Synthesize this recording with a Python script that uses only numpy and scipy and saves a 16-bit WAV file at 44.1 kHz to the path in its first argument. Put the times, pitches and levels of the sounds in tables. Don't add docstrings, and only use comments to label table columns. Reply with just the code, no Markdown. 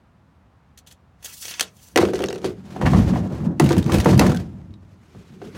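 import sys
import numpy as np
from scipy import signal
from scipy.fft import rfft, irfft, next_fast_len
from scipy.io import wavfile
from scipy.ndimage import uniform_filter1d, minimum_filter1d, map_coordinates

SR = 44100
rng = np.random.default_rng(int(sys.argv[2]) if len(sys.argv) > 2 else 0)


def linear_from_db(decibels):
    return 10 ** (np.asarray(decibels, float) / 20)


def generate_wav(sig):
    pcm = np.round(np.clip(np.atleast_2d(sig).T, -1, 1) * 32767).astype(np.int16)
    wavfile.write(sys.argv[1], SR, pcm)


N = 245833

# (frequency [Hz], width [Hz], level [dB])
BED = [(135.3, 13, -1), (149, 22.3, -1), (191.5, 23.3, 1.5), (246.8, 20.2, -4), (308, 27.6, -7)]
# (frequency [Hz], width [Hz], level [dB])
PLY = [(329.4, 46.6, -1.5), (442, 84, -1), (472, 106, -2), (612, 98, -8), (725, 122, -11),
       (996, 213, -10.5), (1084, 307, -13.5), (1794, 390, -26)]
# (frequency [Hz], width [Hz], level [dB])
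HOLLOW = [(195, 20, -11.5), (249, 56, -16.5), (332, 62, -6.5), (355, 35, 0.5), (382.2, 38, -1),
          (430, 34, -4.5), (507, 91, -12.5), (651, 45, -16), (715, 73, -18), (957, 170, -22),
          (1158, 440, -24), (1570, 71, -20.5)]
# (start [s], end [s])
LYING = (2.6, 5.0)
# (crack treble [dB], crack centre [Hz], floor over pressure [dB], frame over pressure [dB],
# extra truck growth with pressure [dB/dB])
GESTURES = [
    (-25.5, 2200, -2.5, -11, -0.44),
    (-24.5, 1100, 14.5, 3.5, 0.16),
    (-15.5, 2500, 4.5, 1.5, -0.25),
    (-29, 3130, 6.5, 8, -0.23),
    (-31, 2100, 4.5, -7, -0.17),
]


def unit(x):
    return x / np.sqrt(np.mean(x ** 2) + 1e-20)


def along(points, hz):
    f, v = np.transpose(points)
    return np.interp(np.log(hz + 1), np.log(f + 1), v)


def gains(rows):
    s, *cols = np.transpose(rows)
    return [linear_from_db(np.interp(np.arange(N) / SR, s, c, left=-120, right=-120)) for c in cols]


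def strokes(starts_s, ends_s, levels_db, rises, falls):
    grid_s = np.arange(0, N / SR + .002, .001)
    columns = (starts_s, ends_s, levels_db, rises, falls)
    start, end, db, up, down = (np.reshape(v, (-1, 1)) for v in columns)
    before_db = abs(up) * np.maximum(start - grid_s, 0)
    after_db = abs(down) * np.maximum(grid_s - end, 0)
    gain = linear_from_db(db - before_db - after_db).sum(axis=0)
    return np.interp(np.arange(N) / SR, grid_s, gain)


def wobble(rate_hz):
    knots = rng.standard_normal(int(N * rate_hz / SR) + 4)
    return map_coordinates(knots, [np.arange(N) * rate_hz / SR])


def filtered(x, response):
    m = next_fast_len(N + SR // 8)
    return irfft(rfft(x, m) * response(np.fft.rfftfreq(m, 1 / SR)), m)[:N]


def coloured(x, spectrum):
    return unit(filtered(x, lambda hz: linear_from_db(along(spectrum, hz))))


def patchy(x, depth_db):
    z = signal.stft(x, nperseg=256)[2]
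    field = uniform_filter1d(rng.standard_normal(z.shape), size=4, axis=0)
    field = uniform_filter1d(field, size=8, axis=1)
    return signal.istft(z * linear_from_db(depth_db * unit(field)), nperseg=256)[1][:N]


def grit(share, spread_db):
    catches = (rng.random(N) < share) * linear_from_db(spread_db * np.minimum(rng.exponential(1, N), 3))
    return rng.standard_normal(N) * (1 + catches)


def resonance(f, centre_hz, width_hz):
    return 1j * f * width_hz / (centre_hz * centre_hz - f * f + 1j * f * width_hz)


def radiation_loss(f, top_hz):
    return 1 + 1.4j * f / top_hz - (f / top_hz) ** 2


def ring(x, modes, top_hz):
    def body(f):
        total = sum((-1) ** k * linear_from_db(db) * resonance(f, c, w) for k, (c, w, db) in enumerate(modes))
        return total / radiation_loss(f, top_hz)
    return filtered(x, body)


def bursts(times, levels_db, t60s, noise):
    out, t = np.zeros(N + SR), np.arange(noise.shape[1]) / SR
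    for s, db, t60, row in zip(times, levels_db, t60s, noise):
        out[round(s * SR):][:len(t)] += linear_from_db(db - 60 * t / max(t60, .003)) * row
    return out[:N]


def cracks(times, peaks_db, treble_db, centres_hz, t60s, low_hz, knee_hz, steep, lift, sharp):
    hz = np.fft.rfftfreq(4096, 1 / SR)
    centre, treble = np.asarray(centres_hz)[:, None], np.asarray(treble_db)[:, None]
    octaves = np.log2(np.maximum(hz, knee_hz) / knee_hz)
    slope = linear_from_db((treble + 4) * steep * octaves) / np.hypot(1, (hz / 11000) ** 2)
    peak = 1 + lift / (1 + ((hz - centre) / (.1 * centre)) ** 2)
    shape = (hz / np.hypot(hz, low_hz)) ** 2 * slope * peak
    mottle = linear_from_db(1.3 * unit(uniform_filter1d(rng.standard_normal(shape.shape), size=40)))
    rows = irfft(rfft(rng.standard_normal((len(times), 4096))) * shape * mottle)
    rows = rows / rows.std(axis=1, keepdims=True)
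    t = np.arange(4096) / SR
    rise_s = 0.00034 + 0.02 * np.asarray(t60s)[:, None]
    envelope = (1 - np.exp(-t / rise_s)) * (1 + sharp * np.exp(-t / 0.0036))
    return bursts(times, peaks_db, t60s, rows * envelope)


def blows(times, levels_db, contact_s, rough, chatter_s=0.039):
    u = np.arange(1024) / (contact_s * SR)
    push = u * np.exp(-u) / (contact_s * SR) + rough * rng.standard_normal((len(times), 1024))
    return bursts(times, levels_db, np.full(len(times), chatter_s), push)


def struck(times, levels_db, modes, top_hz, contact_s, rough, chatter_s, own_hz=None):
    mode_scatter_db, pitch_scatter = 1.5, .015
    n, f = np.arange(4096), np.fft.rfftfreq(4096, 1 / SR)
    u = n / (contact_s * SR)
    chance = rng.standard_normal((len(times), 2, len(modes)))
    chatter = rough * linear_from_db(-60 * n / SR / chatter_s) * rng.standard_normal((len(times), len(n)))
    push = u * np.exp(-u) / (contact_s * SR) + chatter
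    body = 0
    for k, (centre_hz, width_hz, db) in enumerate(modes):
        gain = (-1) ** k * linear_from_db(db + mode_scatter_db * chance[:, :1, k])
        pitch_hz = centre_hz * (1 + pitch_scatter * chance[:, 1:, k])
        body = body + gain * resonance(f, pitch_hz, width_hz)
    if own_hz is not None:
        body = body + resonance(f, own_hz[:, None], 0.21 * own_hz[:, None])
    rows = irfft(rfft(push) * body / radiation_loss(f, top_hz))
    return bursts(times, levels_db, np.full(len(times), 10), rows)


def is_lying(t):
    return (t > LYING[0]) & (t < LYING[1])


def traffic():
    # (frequency [Hz], level [dB])
    hum_spectrum = [(13, -55), (22, -33), (43, -16.5), (60, 0.5), (81, -1), (133, -7.5), (171, -7),
                    (306, -18), (371, -22.5), (784, -21.5), (1120, -23), (2370, -34.5), (16500, -60)]
    return linear_from_db(-54 + 0.45 * wobble(0.6)) * coloured(rng.standard_normal(N), hum_spectrum)


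def tape():
    # (frequency [Hz], level [dB])
    rasp_spectrum = [(180, -42.5), (300, -10), (610, -16), (1770, -7.5), (2560, -2.5), (4070, -9),
                     (6080, -6.5), (12000, -23), (15600, -61), (22000, -120)]
    hiss_spectrum = [(1180, -43), (2000, -28), (3400, -6), (5620, -2), (9050, -4), (15000, -9.5),
                     (16100, -2.5), (16500, -47.5)]
    # (frequency [Hz], width [Hz], level [dB])
    blade_modes = [(3387, 280, 3.5), (5700, 200, -1.5), (6600, 70, -8.5), (2490, 180, -14)]
    case_modes = [(192, 130, -2.5), (337, 120, 1.5), (509, 560, 2), (900, 250, -7)]
    # (time [s], peak [dB], centre [Hz], t60 [s])
    tick_events = [(0.7747, -32.5, 4140, 0.064), (0.7864, -36.5, 7140, 0.047), (0.8634, -45, 3120, 0.14),
                   (0.8704, -34, 4080, 0.097), (0.9044, -44, 3510, .065), (0.9103, -36.5, 3480, 0.092),
                   (0.9233, -33.5, 6810, 0.0255), (1.7665, -43, 7550, 0.059), (1.8844, -39, 8370, 0.025),
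                   (1.913, -47, 5700, .048)]
    # (time [s], peak [dB], case level [dB], centre [Hz], t60 [s])
    unlock_events = [
        (1.2256, -35.5, -51.5, 3070, 0.078),
        (1.2448, -21, -44.5, 6500, 0.098),
        (1.256, -23.5, -44.5, 3460, 0.092),
    ]
    slap_events = [(1.4247, -24, -64.5, 5730, 0.069), (1.4533, -19.5, -37, 5900, 0.021),
                   (1.481, -20.5, -39.5, 6150, 0.03), (1.51, -24, -42.5, 2510, 0.069),
                   (1.5377, -23.5, -49.5, 3220, 0.085)]
    snap_events = [
        (1.5957, -7.5, -39, 2480, 0.022),
        (1.608, -2, -52, 3110, 0.025),
        (1.6117, -20, -25, 2550, 0.017),
        (1.623, -17.5, -39, 3470, .078),
    ]
    group_treble_db = (-10, -3.5, -33.5, -12.5)
    # (start [s], end [s], level [dB], rise [dB/s], fall [dB/s])
    hiss_strokes = [
        (1.246, 1.49, -46.5, 750, 250),
        (1.426, 1.534, -44, 301, 328.5),
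        (1.846, 1.84, -52, 153, 129.5),
    ]
    rasp_strokes = [(1.25, 1.247, -48.5, 560, 230), (1.29, 1.34, -49, 300, 301),
                    (1.44, 1.66, -40.5, 450, 493), (1.66, 1.63, -58, 300, 240), (1.8, 1.84, -56.5, 300, 70)]

    tick_case_db = -62
    groups = [np.insert(tick_events, 2, tick_case_db, axis=1), unlock_events, slap_events, snap_events]
    s, peak_db, case_db, hz, t60_s = np.vstack(groups).T
    treble_db = np.repeat(group_treble_db, [len(g) for g in groups])
    rasp_gain = strokes(*np.transpose(rasp_strokes)) * linear_from_db(-4 + 2.0 * wobble(59.65))
    hiss_gain = strokes(*np.transpose(hiss_strokes)) * linear_from_db(0.5 + 2.1 * wobble(50))
    sliding = rasp_gain * coloured(patchy(grit(0.007, 1.1), 2.1), rasp_spectrum)
    sliding = sliding + hiss_gain * coloured(patchy(grit(.01, 2.5), 1.8), hiss_spectrum)
    clicks = cracks(s, peak_db - 10.5, treble_db, hz, t60_s, low_hz=0.5 * hz[:, None],
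                    knee_hz=6300, steep=1.0, lift=0.66, sharp=1.4)
    steel = linear_from_db(-3.5) * ring(clicks + 0.44 * sliding, blade_modes, top_hz=12000)
    case = ring(blows(s, case_db + 35.0, .0001, 0.021), case_modes, top_hz=2500)
    return sliding + clicks + steel + case


def walls(x):
    # (frequency [Hz], t60 [s])
    wall_t60 = [(200, 0.33), (2000, 0.09), (12000, 0.056)]
    hz, t, z = signal.stft(rng.standard_normal(SR // 2), SR, nperseg=256)
    decay = linear_from_db(-60 * t / along(wall_t60, hz)[:, None])
    tail = signal.istft(z * decay, SR, nperseg=256)[1]
    return signal.fftconvolve(x, tail / np.linalg.norm(tail))[:N]


def shove():
    # (time [s], pressure [dB], grit over pressure [dB])
    drag_tables = [
        [(1.95, -54, -8), (2.01, -47, 18.5), (2.12, -36.5, -14), (2.18, -33, -10), (2.34, -37, -23),
         (2.42, -43, -12), (2.46, -40.5, -3), (2.51, -35, -16), (2.56, -53.5, -8.5)],
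        [(2.73, -45.5, -6), (2.82, -36.5, -17), (2.91, -33, -4.5), (2.95, -27.5, -12.5), (3.02, -29.5, -9.5),
         (3.18, -33, -12.5), (3.3, -36, -18.5), (3.37, -37.5, -13.5), (3.46, -36, -15.5), (3.5, -37, -26),
         (3.56, -42.5, -23.5)],
        [(3.6, -48, -5), (3.66, -27, -12), (3.71, -28.5, -5.5), (3.84, -38.5, -9.5), (3.92, -23.5, -14),
         (4.02, -32.5, -9), (4.1, -22, -9.5), (4.17, -35, -6.5), (4.21, -16, -13.5)],
        [(4.28, -25.5, -10), (4.36, -39.5, -7), (4.42, -43, -8), (4.48, -49.5, -11.5), (4.56, -52.5, -13),
         (4.68, -59.5, -12), (4.8, -62, -9), (5.0, -64, -3)],
        [(5.09, -61.5, 1), (5.168, -54.5, -3.5), (5.268, -60.5, -1), (5.39, -56.5, -6), (5.45, -45, -9),
         (5.54, -51, -5.5), (5.574, -35, -5.5)],
    ]
    # (time [s], floor level [dB], frame level [dB], fall [dB/s])
    lurch_events = [(1.975, -30.5, -34.5, 199), (2.019, -25, -31, 68), (2.18, -37, -51, 43),
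                    (2.46, -32.5, -40.5, 78), (2.851, -16.5, -15.5, 47), (2.95, -11.5, -19, 85),
                    (3.42, -26, -47, 144), (3.474, -14.5, -44, 165), (3.628, -5.5, -22, 132),
                    (3.786, -7.5, -15, 354), (3.869, -14, -25, 323), (3.952, -10, -29.5, 248),
                    (3.98, -31, -10, 294), (4.099, -10.5, -21, 61.5), (4.169, -16, -12.5, 303.5),
                    (4.269, -13, -40.5, 153), (4.559, -45, -38.5, 153), (4.7, -41, -46, 121),
                    (5.168, -37.5, -44.5, 125), (5.311, -39, -64, 98), (5.454, -37, -58, 152),
                    (5.565, -30, -57, 108)]
    # (frequency [Hz], width [Hz], level [dB])
    frame_modes = [(55.3, 14, 0), (75, 9.9, 5), (100, 26, 3)]
    # (frequency [Hz], level [dB])
    scrape_spectrum = [(590, -20), (1000, -4), (1660, -4), (1930, -5.5), (2170, -5), (2840, -7.5),
                       (5670, -12.5), (6380, -13), (8860, -19), (15200, -27.5), (16500, -33.5)]

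    mid_pressure_db, lurch_rise = -32, 550
    drag = []
    for rows, (_, _, floor_over_db, frame_over_db, grows) in zip(drag_tables, GESTURES):
        for s, pressure_db, grit_db in rows:
            truck_db = pressure_db + grows * (pressure_db - mid_pressure_db)
            drag.append((s, pressure_db, pressure_db + grit_db,
                         truck_db + floor_over_db, truck_db + frame_over_db))
    ply_gain, scrape_gain, bed_gain, frame_gain = gains(drag)
    s, floor_db, frame_db, fall = np.transpose(lurch_events)
    bed_gain = np.hypot(bed_gain, strokes(s, s, floor_db, lurch_rise, fall))
    frame_gain = np.hypot(frame_gain, strokes(s, s, frame_db, lurch_rise, fall))

    lumps = wobble(35)
    boom = unit(ring(linear_from_db(0.54 * wobble(30)) * rng.standard_normal(N), BED, top_hz=314.4))
    deep = ring(linear_from_db(0.49 * wobble(18)) * rng.standard_normal(N), frame_modes, top_hz=126.7)
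    deep = unit(filtered(deep, lambda hz: (hz / np.hypot(hz, 46)) ** 3))
    drive = linear_from_db(1.8 * lumps) * grit(0.012, 1.7)
    damped = unit(ring(drive, PLY, top_hz=1450))
    free = unit(ring(drive, HOLLOW, top_hz=900))
    wood = np.where(is_lying(np.arange(N) / SR), damped, free)
    rub = linear_from_db(2.0 * lumps + 1.0 * wobble(120)) * grit(0.025, 2.6)
    rub = coloured(patchy(rub, 1.0), scrape_spectrum)
    truck = bed_gain * linear_from_db(-4.5) * boom + frame_gain * linear_from_db(0.5) * deep
    return truck + ply_gain * wood + scrape_gain * rub


def knocks():
    # (time [s], crack peak [dB], plywood level [dB], crack t60 [s])
    rock_contacts = [(1.9592, -1, -3.5, 0.025), (1.9739, 0.5, -9.5, 0.028), (1.9852, -5, -8, 0.0073),
                     (2.0034, -21.5, -20.5, 0.088), (2.0134, -22.5, -18, 0.13), (2.0264, -22, -3, 0.019),
                     (2.0385, -17.5, -34, 0.0093), (2.0512, -16.5, -17, 0.032), (2.0854, -30, -16, 0.06),
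                     (2.1343, -19, -11.5, 0.041), (2.1534, -20, -22.5, 0.084), (2.1908, -18, -18.5, 0.014),
                     (2.2049, -20.5, -15, 0.019), (2.219, -21.5, -33, 0.061), (2.2357, -46, -12.5, 0.033),
                     (2.2391, -11, -27, 0.014), (2.2611, -36, -57, .027), (2.2848, -19, -16.5, 0.016),
                     (2.305, -23.5, -24, 0.046), (2.3272, -19, -27.5, 0.019), (2.357, -24.5, -23, 0.034),
                     (2.384, -30, -42, 0.018), (2.4167, -59.5, -34, .05), (2.443, -17.5, -10.5, 0.11),
                     (2.4588, -22, -26, 0.072)]
    slide_contacts = [(2.7614, -32, -21, 0.086), (2.8112, -21.5, -18, 0.19), (2.8248, -41, -13.5, 0.056),
                      (2.857, -14.5, -11, 0.15), (2.8651, -19.5, -15, 0.12), (2.9324, -31, -10, 0.12),
                      (2.969, -22, -25, 0.17), (3.1348, -29, -14.5, 0.23), (3.237, -44, -39, 0.055),
                      (3.296, -58, -41, .05), (3.4488, -39, -37, 0.1), (3.4682, -60, -22, .05)]
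    shove_contacts = [(3.5975, -1, 0.5, 0.028), (3.618, -20.5, -16, 0.14), (3.639, -19.5, -26, 0.13),
                      (3.661, -20.5, -26, 0.074), (3.69, -15.5, -26, 0.0235), (3.707, -23, -8, 0.097),
                      (3.7279, -15.5, -12, 0.021), (3.7661, -20, -15.5, 0.036), (3.78, -16.5, -22.5, 0.085),
                      (3.825, -27.5, -30, 0.052), (3.861, -26, -25, 0.046), (3.898, -25.5, -16, 0.046),
                      (3.919, -13, -32, 0.054), (3.9315, -13, -21, 0.26), (3.9426, -11, -9.5, .038),
                      (3.9837, -13.5, -17, 0.03), (3.9999, -12.5, -28, 0.0727), (4.045, -16, -38, 0.032),
                      (4.0583, -13.5, 0.5, 0.074), (4.1294, -25.5, -10.5, 0.043),
                      (4.177, -16.5, -24, 0.022), (4.1938, 3, -3.5, 0.018), (4.212, -15.5, -4.5, 0.048),
                      (4.2209, -20.5, -6.5, 0.06), (4.2645, -14, -12.5, .058), (4.2938, -20, -15, .08),
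                      (4.3181, -22, -14, 0.024), (4.346, -22.5, -21.5, 0.032), (4.361, -26.5, -31, 0.075),
                      (4.3988, -31.5, -29, 0.049)]
    settle_contacts = [(4.6137, -50, -63, 0.043), (4.7063, -51.5, -59.5, .04), (4.7397, -47, -62, 0.017),
                       (4.827, -55.5, -54.5, 0.086), (4.891, -56, -58, .05)]
    nudge_contacts = [(5.149, -52, -38, .05), (5.295, -46, -52, .05), (5.4168, -38, -25.5, .06),
                      (5.44, -51, -34.5, .05), (5.465, -47, -43, 0.072), (5.549, -33.5, -38.5, 0.061)]

    dulling = .15
    treble_scatter_db, centre_scatter = -2.5, 0.2
    groups = [rock_contacts, slide_contacts, shove_contacts, settle_contacts, nudge_contacts]
    s, crack_db, ply_db, t60_s = np.vstack(groups).T
    treble_db, hz = np.repeat(GESTURES, [len(g) for g in groups], axis=0).T[:2]
    chance = rng.standard_normal((len(s), 2))
    treble_db = treble_db - dulling * np.clip(ply_db - crack_db, -15, 15)
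    treble_db = treble_db + treble_scatter_db * chance[:, 0]
    hz = hz * np.exp(centre_scatter * chance[:, 1])
    lying = is_lying(s)
    crack = cracks(s, crack_db - 14.5, treble_db, hz, t60_s, low_hz=np.where(lying, 890, 1700)[:, None],
                   knee_hz=2410, steep=0.43, lift=0.16, sharp=2.39)
    free = struck(s[~lying], ply_db[~lying] + 49, HOLLOW, top_hz=2220,
                  contact_s=.00015, rough=.012, chatter_s=.028)
    damped = struck(s[lying], ply_db[lying] + 40, PLY, top_hz=2580,
                    contact_s=.00009, rough=0.047, chatter_s=0.062)
    boom = ring(blows(s[lying], ply_db[lying] + 45.0, 0.00043, 0.06), BED, top_hz=440)
    return crack + free + damped + boom


def raps():
    # (time [s], peak [dB], strongest frequency [Hz])
    board_raps = [(2.764, -20, 630), (2.815, -7.5, 705), (2.855, -10, 880), (2.865, -6, 1750),
                  (2.877, -12, 958), (2.935, -11.5, 1030), (2.947, -7, 484), (2.992, -16, 696),
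                  (3.135, -24, 490), (3.159, -13, 755), (3.359, -30, 480), (3.405, -24, 458),
                  (3.599, -11, 452), (3.706, -14.5, 600), (3.896, -12.5, 950), (4.059, -2.5, 526),
                  (4.067, -19, 497), (4.13, -15, 590), (4.195, -11, 443), (4.212, 1, 452), (4.242, -9, 457),
                  (4.296, -20, 550), (5.418, -27, 458),
                  (1.9597, -5, 561), (1.9745, -5, 1160), (1.987, -3, 620), (2.015, -11, 1000),
                   (2.045, -19, 660), (2.135, -30, 510), (2.4435, -15, 470), (5.149, -38, 600),
                   (5.43, -50, 430), (5.462, -36, 430)]
    # (frequency [Hz], width [Hz], level [dB])
    board_modes = [(740, 150, -2), (880, 34, -5.5), (1038, 92, -1), (1285, 99, -9.5), (1735, 130, -14.5),
                   (2190, 200, -15)]
    # (time [s], peak [dB], centre [Hz])
    rattle_events = [(2.105, -32, 3500), (2.146, -22, 6000), (2.158, -22, 4580), (2.166, -32, 6080),
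                     (2.181, -30, 4500), (2.249, -30, 4500), (2.259, -22, 6000), (2.268, -25, 3580),
                     (2.301, -24, 4800), (2.342, -30, 6400), (2.348, -26, 4000), (2.379, -30, 3500),
                     (2.390, -41, 4970), (2.417, -35, 3000), (2.449, -28, 4500), (2.457, -25, 5500),
                     (2.475, -33, 3950), (3.720, -16, 3800), (3.798, -29, 3600), (3.842, -27.5, 7000),
                     (3.880, -38, 3750), (3.960, -30, 5000), (4.012, -20, 4000), (4.110, -17, 5000),
                     (4.143, -21, 3810), (4.235, -26.5, 2830), (4.371, -21, 3570), (4.7396, -48, 5100)]

    s, db, hz = np.array(board_raps).T
    boards = struck(s, db + 24, board_modes, top_hz=3500, contact_s=.00006, rough=0.043,
                    chatter_s=0.05, own_hz=hz)
    s, db, hz = np.transpose(rattle_events)
    treble_db, t60_s = np.full(len(s), -20.), np.full(len(s), 0.015)
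    rattle = cracks(s, db - 13.5, treble_db, hz, t60_s, low_hz=2360, knee_hz=6000,
                    steep=.9, lift=1.5, sharp=2.2)
    return boards + rattle


def pings():
    # (time [s], level [dB], frequency [Hz])
    ping_events = [(2.2399, -16.5, 2720), (2.286, -26, 6500), (2.2872, -23.5, 3800), (4.1967, -10.5, 2640),
                   (4.346, -27.5, 1550), (4.359, -28, 1570), (4.374, -33.5, 1540), (4.39, -39, 1550),
                   (3.829, -28.5, 3690), (3.661, -25.5, 3810), (4.7077, -57.5, 3750), (4.7395, -43, 3800)]
    s, db, hz = np.transpose(ping_events)
    notes = np.sin(2 * np.pi * hz[:, None] * np.arange(SR // 10) / SR)
    t60_s = np.full(len(s), 0.014)
    return bursts(s, db, t60_s, notes)


def scene():
    near = tape() + knocks() + raps() + pings()
    return (near + linear_from_db(-8.0) * walls(near) + shove() + traffic())[None]


def roll_off(x):
    return signal.sosfilt(signal.butter(12, 16810, fs=SR, output="sos"), x)


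def record(dry):
    ceiling, top_hz = .7, 16000
    heard = filtered(dry[0], lambda hz: (1j * hz / (1j * hz + 27)) ** 3)
    need = np.minimum(1, ceiling / (np.abs(heard) + 1e-9))
    gain = uniform_filter1d(minimum_filter1d(need, size=129), size=65)
    mix = filtered(heard * gain, lambda hz: hz < top_hz)[None]
    return roll_off(mix)


dry = scene()
out = record(dry)
generate_wav(out)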